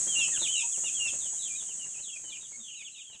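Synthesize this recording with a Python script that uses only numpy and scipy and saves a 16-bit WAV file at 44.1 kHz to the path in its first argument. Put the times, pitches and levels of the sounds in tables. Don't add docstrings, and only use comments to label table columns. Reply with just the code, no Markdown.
import sys
import numpy as np
from scipy import signal
from scipy.fft import rfft, irfft
from scipy.io import wavfile

SR = 44100
rng = np.random.default_rng(int(sys.argv[2]) if len(sys.argv) > 2 else 0)


def file_out(sig):
    cols = np.atleast_2d(sig).T
    lim = np.clip(cols, -1, 1)
    pcm = np.round(lim * 32767).astype(np.int16)
    wavfile.write(sys.argv[1], SR, pcm)


N = 141120

ARCH, FALL, SAG, DIP = (.7, 1, .6, 0), (1, .65, 0), (1, .5, .3, 0), (.6, 0, 1)
# f/Hz, level/dB
SCRAPE_COLOUR = [(400, 2.5), (1800, -2.5), (10000, -26)]
SHED_FALL_DB_PER_S = 5.5
TICK_TOP_HZ = 3540
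KNOCK_DECAY_S = 0.017


def undb(db):
    return 10 ** (np.asarray(db) / 20)


def shape(points, hz):
    p = np.array(points)
    return np.interp(np.log(hz + 1), np.log(p[:, 0]), p[:, 1])


def noise(gain_at):
    spectrum = rfft(rng.standard_normal(N))
    y = irfft(spectrum * gain_at(np.fft.rfftfreq(N, 1 / SR)), N)
    return y / y.std()


def walk(rate_hz):
    return noise(lambda f: np.exp(-(f / rate_hz) ** 2))


def add(out, start, sound):
    i = int(start * SR)
    a, b = max(i, 0), min(i + len(sound), N)
    if b > a:
        out[a:b] += sound[a - i:b - i]


def shed():
    # f/Hz, level/dB
    shed_colour = [(25, -30), (60, -6.5), (230, -3.5), (350, -11), (1200, -17.5), (4500, -12.5),
                   (9000, -32)]
    start_db, waver_db = -54, 2.06
    rumble = noise(lambda f: undb(shape(shed_colour, f)))
    fade_db = start_db - SHED_FALL_DB_PER_S * np.arange(N) / SR
    return rumble * undb(fade_db + waver_db * walk(rate_hz=5.0))


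def ripple():
    ripple_db, spread_s = 3.5, 0.018
    y = rfft(rng.standard_normal(N) * np.exp(-np.arange(N) / SR / spread_s)).real
    return ripple_db * y / y.std()


def hiss():
    # f/Hz, level/dB
    hiss_colour = [(4500, -37.5), (5300, -28), (6250, -9.5), (6700, -6.5), (7800, -4), (9000, -13.5),
                   (9500, -21), (11800, -46), (15500, -44.5)]
    # f/Hz, width/Hz, level above the broad tone/dB
    resonances = [(5636, 56, 10), (6500, 127, 10.5), (6750, 32, 4.5), (6860, 400, 6.5), (7344, 340, 6.5),
                  (7844, 170, 3)]
    # f/Hz, level against the rush/dB
    whistle_lines = [(6150, -13.5), (6590, -7.5), (7450, -9.5)]
    whistle_from_s, half_width_hz = 2.07, 4.5
    start_db, fall_db, bend = -29, 3.5, 1.573

    def rush_gain(f):
        peaks_db = sum(db / (1 + (2 * (f - hz) / width) ** 2) for hz, width, db in resonances)
        return undb(shape(hiss_colour, f) + ripple() + peaks_db)

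    rush = noise(rush_gain)
    lines = np.zeros(N)
    for hz, db in whistle_lines:
        lines += undb(db) * noise(lambda f: 1 / (1 + ((f - hz) / half_width_hz) ** 2))
    t = np.arange(N) / SR
    whistling = (t > whistle_from_s).astype(float)
    level_db = start_db - fall_db * t ** bend
    return undb(level_db) * (rush + whistling * lines) / np.sqrt(1 + whistling ** 2 * lines.var())


def scuffs():
    per_s, start_db = 17, -52.5
    out, t = np.zeros(N), np.arange(SR // 10) / SR
    scratch = noise(lambda f: np.exp(-f / TICK_TOP_HZ) * undb(shape(SCRAPE_COLOUR, f) / 2))
    for when, size in rng.random((int(per_s * N / SR), 2)):
        start = when * N / SR
        db = start_db - SHED_FALL_DB_PER_S * start + 6 * size ** 2
        piece = np.roll(scratch, -int(start * SR))[:len(t)]
        add(out, start, undb(db) * np.exp(-2 * t / KNOCK_DECAY_S) * piece)
    return out


def hoots():
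    # t/s, length/s, peak level/dB, first f/Hz, last f/Hz
    hoot_list = [(.615, 0.067, -51.5, 920, 938), (2.549, 0.084, -60.5, 263, 205)]
    out = np.zeros(N)
    for start, length, db, first, last in hoot_list:
        hz = np.linspace(first, last, int(length * SR))
        tone = np.sin(2 * np.pi * np.cumsum(hz) / SR)
        add(out, start, undb(db) * np.hanning(len(hz)) * tone)
    return out


def beak_taps():
    # t/s, level/dB
    tap_list = [(1.014, -41.5), (1.751, -47), (2.519, -49)]
    decay_s = 0.0024
    out, t = np.zeros(N), np.arange(SR // 10) / SR
    for start, db in tap_list:
        plastic = noise(lambda f: np.exp(-f / TICK_TOP_HZ))
        add(out, start, undb(db) / 2 * np.exp(-t / decay_s) * plastic[:len(t)])
    return out


def knocks():
    # t/s, level/dB, strongest ring f/Hz
    knock_list = [(.068, -39, 447), (.415, -36, 390), (.776, -43, 526), (.834, -41, 1310),
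                  (1.131, -40.5, 640), (1.329, -47, 890), (1.621, -49, 670), (1.687, -52, 507),
                  (2.237, -50.5, 422), (2.294, -52, 520), (3.126, -56, 684)]
    # f/Hz, level/dB, time to fall by 60 dB/s
    slat_modes = [(358, 0.5, 0.074), (459, -0.5, 0.068), (722, -1.5, 0.063), (924, -0.5, 0.039),
                  (1266, -7.5, 0.038)]
    detune, focus_db_per_octave = 0.034, 10
    rise_s, ring_db, scrape_db = 0.0009, -2.5, -9.5
    out, t = np.zeros(N), np.arange(SR // 10) / SR
    mode_hz, mode_db, t60 = np.array(slat_modes).T[:, :, None]
    for start, db, centre in knock_list:
        hz = mode_hz * (1 + detune * rng.standard_normal(mode_hz.shape))
        weight = undb(mode_db - focus_db_per_octave * abs(np.log2(hz / centre)))
        modes = weight * undb(-60 * t / t60) * np.sin(2 * np.pi * hz * t)
        ring = modes.sum(axis=0) / np.linalg.norm(weight)
        rough = noise(lambda f: undb(shape(SCRAPE_COLOUR, f)))[:len(t)]
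        scrape = np.exp(-t / KNOCK_DECAY_S) * rough
        blow = undb(ring_db) * ring + undb(scrape_db) * scrape
        add(out, start, undb(db) * (1 - np.exp(-t / rise_s)) * blow)
    return out


def flock():
    per_s, length_s, middle_hz = 13, .07, 3133
    spread = 0.11
    loudest_db, fade_db_per_s = -53, 3
    calls = []
    for when, pitch, size in rng.random((int(per_s * N / SR), 3)):
        start = when * N / SR
        hz = middle_hz * (1 + spread * (pitch - .5))
        db = loudest_db - fade_db_per_s * start - 10 * size
        calls.append((start, length_s, db, hz * (1 + spread), hz * (1 - spread), FALL))
    return chicks(calls)


def peep(length, pitches, wobble, flutter):
    # pitch f/Hz, level against the main tone/dB
    overtone = [(2250, -12), (2700, -21), (3500, -26)]
    attack_share, release_share = 0.23, 0.15
    rough_per_octave = 4.5
    level_wobble, level_flutter_db = .004, .6
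    beak_top_hz = 3760
    u = np.linspace(0, 1, int(length * SR))
    shake = 1 + rough_per_octave * abs(np.log2(pitches[0] / pitches[-1]))
    bend = np.polyfit(np.linspace(0, 1, len(pitches)), pitches, len(pitches) - 1)
    hz = np.polyval(bend, u) * (1 + shake * level_wobble * wobble[:len(u)])
    phase = 2 * np.pi * np.cumsum(hz) / SR
    rise = np.sin(np.pi / 2 * np.minimum(u / attack_share, 1))
    fall = np.sin(np.pi / 2 * np.minimum((1 - u) / release_share, 1))
    beak = 1 / np.sqrt(1 + (hz / beak_top_hz) ** 10)
    gain = rise * fall * undb(shake * level_flutter_db * flutter[:len(u)]) * beak
    return np.sqrt(2) * gain * (np.sin(phase) + undb(shape(overtone, hz)) * np.sin(2 * phase))


def chicks(calls):
    out, wobble, flutter = np.zeros(N), walk(rate_hz=165), walk(rate_hz=330)
    for start, length, db, top, bottom, contour in calls:
        pitches = bottom + (top - bottom) * np.array(contour)
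        i = int(start * SR)
        whistle = peep(length, pitches, np.roll(wobble, -i), np.roll(flutter, -i))
        add(out, start, undb(db) * whistle)
    return out


def near_chicks():
    # t/s, length/s, level/dB, top f/Hz, bottom f/Hz, contour
    peep_list = [ (.07, .09, -40, 3246, 2880, ARCH), (.15, 0.11, -30, 2803, 2556, ARCH),
                 (.183, 0.032, -42.5, 4160, 2624, FALL), (.205, 0.062, -36.5, 3380, 2810, FALL),
                 (.315, 0.07, -53.5, 1874, 1340, FALL), (.335, 0.045, -38.5, 3634, 2600, FALL),
                 (.39, 0.079, -38.5, 4170, 3150, SAG), (.412, 0.066, -36, 4126, 2264, FALL),
                 (.478, 0.042, -34, 3180, 3000, DIP), (.512, 0.12, -34, 3496, 2402, SAG),
                 (.555, .082, -41, 3900, 2900, ARCH), (.712, .058, -50, 3474, 2520, FALL),
                 (.838, 0.058, -39.5, 2864, 2470, ARCH), (.855, 0.047, -45.5, 3740, 2920, FALL),
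                 (.938, 0.049, -41, 3360, 3030, ARCH), (.99, 0.11, -34, 2894, 2565, FALL),
                 (1.075, 0.034, -42, 3900, 2910, SAG), (1.197, 0.088, -48, 4400, 2767, SAG),
                 (1.385, 0.055, -46, 3910, 3220, ARCH), (1.415, .078, -46.5, 4700, 2497, SAG),
                 (1.495, .075, -52.5, 2560, 2380, DIP), (1.55, 0.071, -47.5, 3880, 3280, ARCH),
                 (1.68, 0.05, -51.5, 3220, 2570, FALL), (1.79, 0.063, -48, 3170, 2714, SAG),
                 (1.935, 0.076, -53, 3260, 2546, DIP), (2.02, 0.093, -49.5, 4550, 2630, SAG),
                 (2.08, 0.068, -47.5, 3396, 3180, FALL), (2.126, 0.051, -50, 2676, 2325, ARCH),
                 (2.238, 0.095, -52, 3110, 2894, SAG), (2.29, 0.088, -47, 4670, 2250, SAG),
                 (2.32, 0.024, -52.5, 2510, 2390, DIP), (2.405, 0.059, -51, 3800, 3120, ARCH),
                 (2.523, 0.041, -58, 2250, 2176, DIP), (2.592, .12, -53, 3755, 2550, FALL),
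                 (2.655, 0.1, -50.5, 3415, 2506, FALL), (2.735, 0.099, -51, 3460, 2193, SAG),
                 (2.755, 0.085, -53.5, 3900, 2700, ARCH), (2.84, 0.051, -46.5, 3620, 2460, FALL),
                 (2.915, 0.071, -55.5, 4020, 2680, ARCH), (2.935, 0.068, -55.5, 3400, 2276, SAG),
                 (2.962, 0.071, -49.5, 3720, 2510, ARCH), (3.035, .13, -53.5, 3425, 2530, FALL),
                 (3.12, 0.052, -54.5, 3920, 2700, ARCH)]
    return chicks(peep_list)


def echoes(decay_s):
    t = np.arange(SR // 2) / SR
    y = rng.standard_normal(len(t)) * np.exp(-t / decay_s) * np.minimum(t / (decay_s / 2), 1)
    return y / np.linalg.norm(y)


def brooder(near, far):
    walls_decay_s, walls_db = 0.0054, -3.5
    room_t60_s, room_db = 0.21, -6.5
    walls, tail = echoes(walls_decay_s), echoes(room_t60_s / np.log(1000))
    off_walls = undb(walls_db) * signal.fftconvolve(near, walls)
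    in_tail = signal.fftconvolve(undb(room_db) * near + far, tail)
    return near + (off_walls + in_tail)[:N]


def scene():
    near = near_chicks() + knocks() + beak_taps() + scuffs() + hoots()
    return (hiss() + shed() + brooder(near, flock()))[None]


def record(dry):
    low_pass = signal.ellip(10, .2, 70, 15500, fs=SR, output="sos")
    return signal.sosfilt(low_pass, dry)


dry = scene()
out = record(dry)
file_out(out)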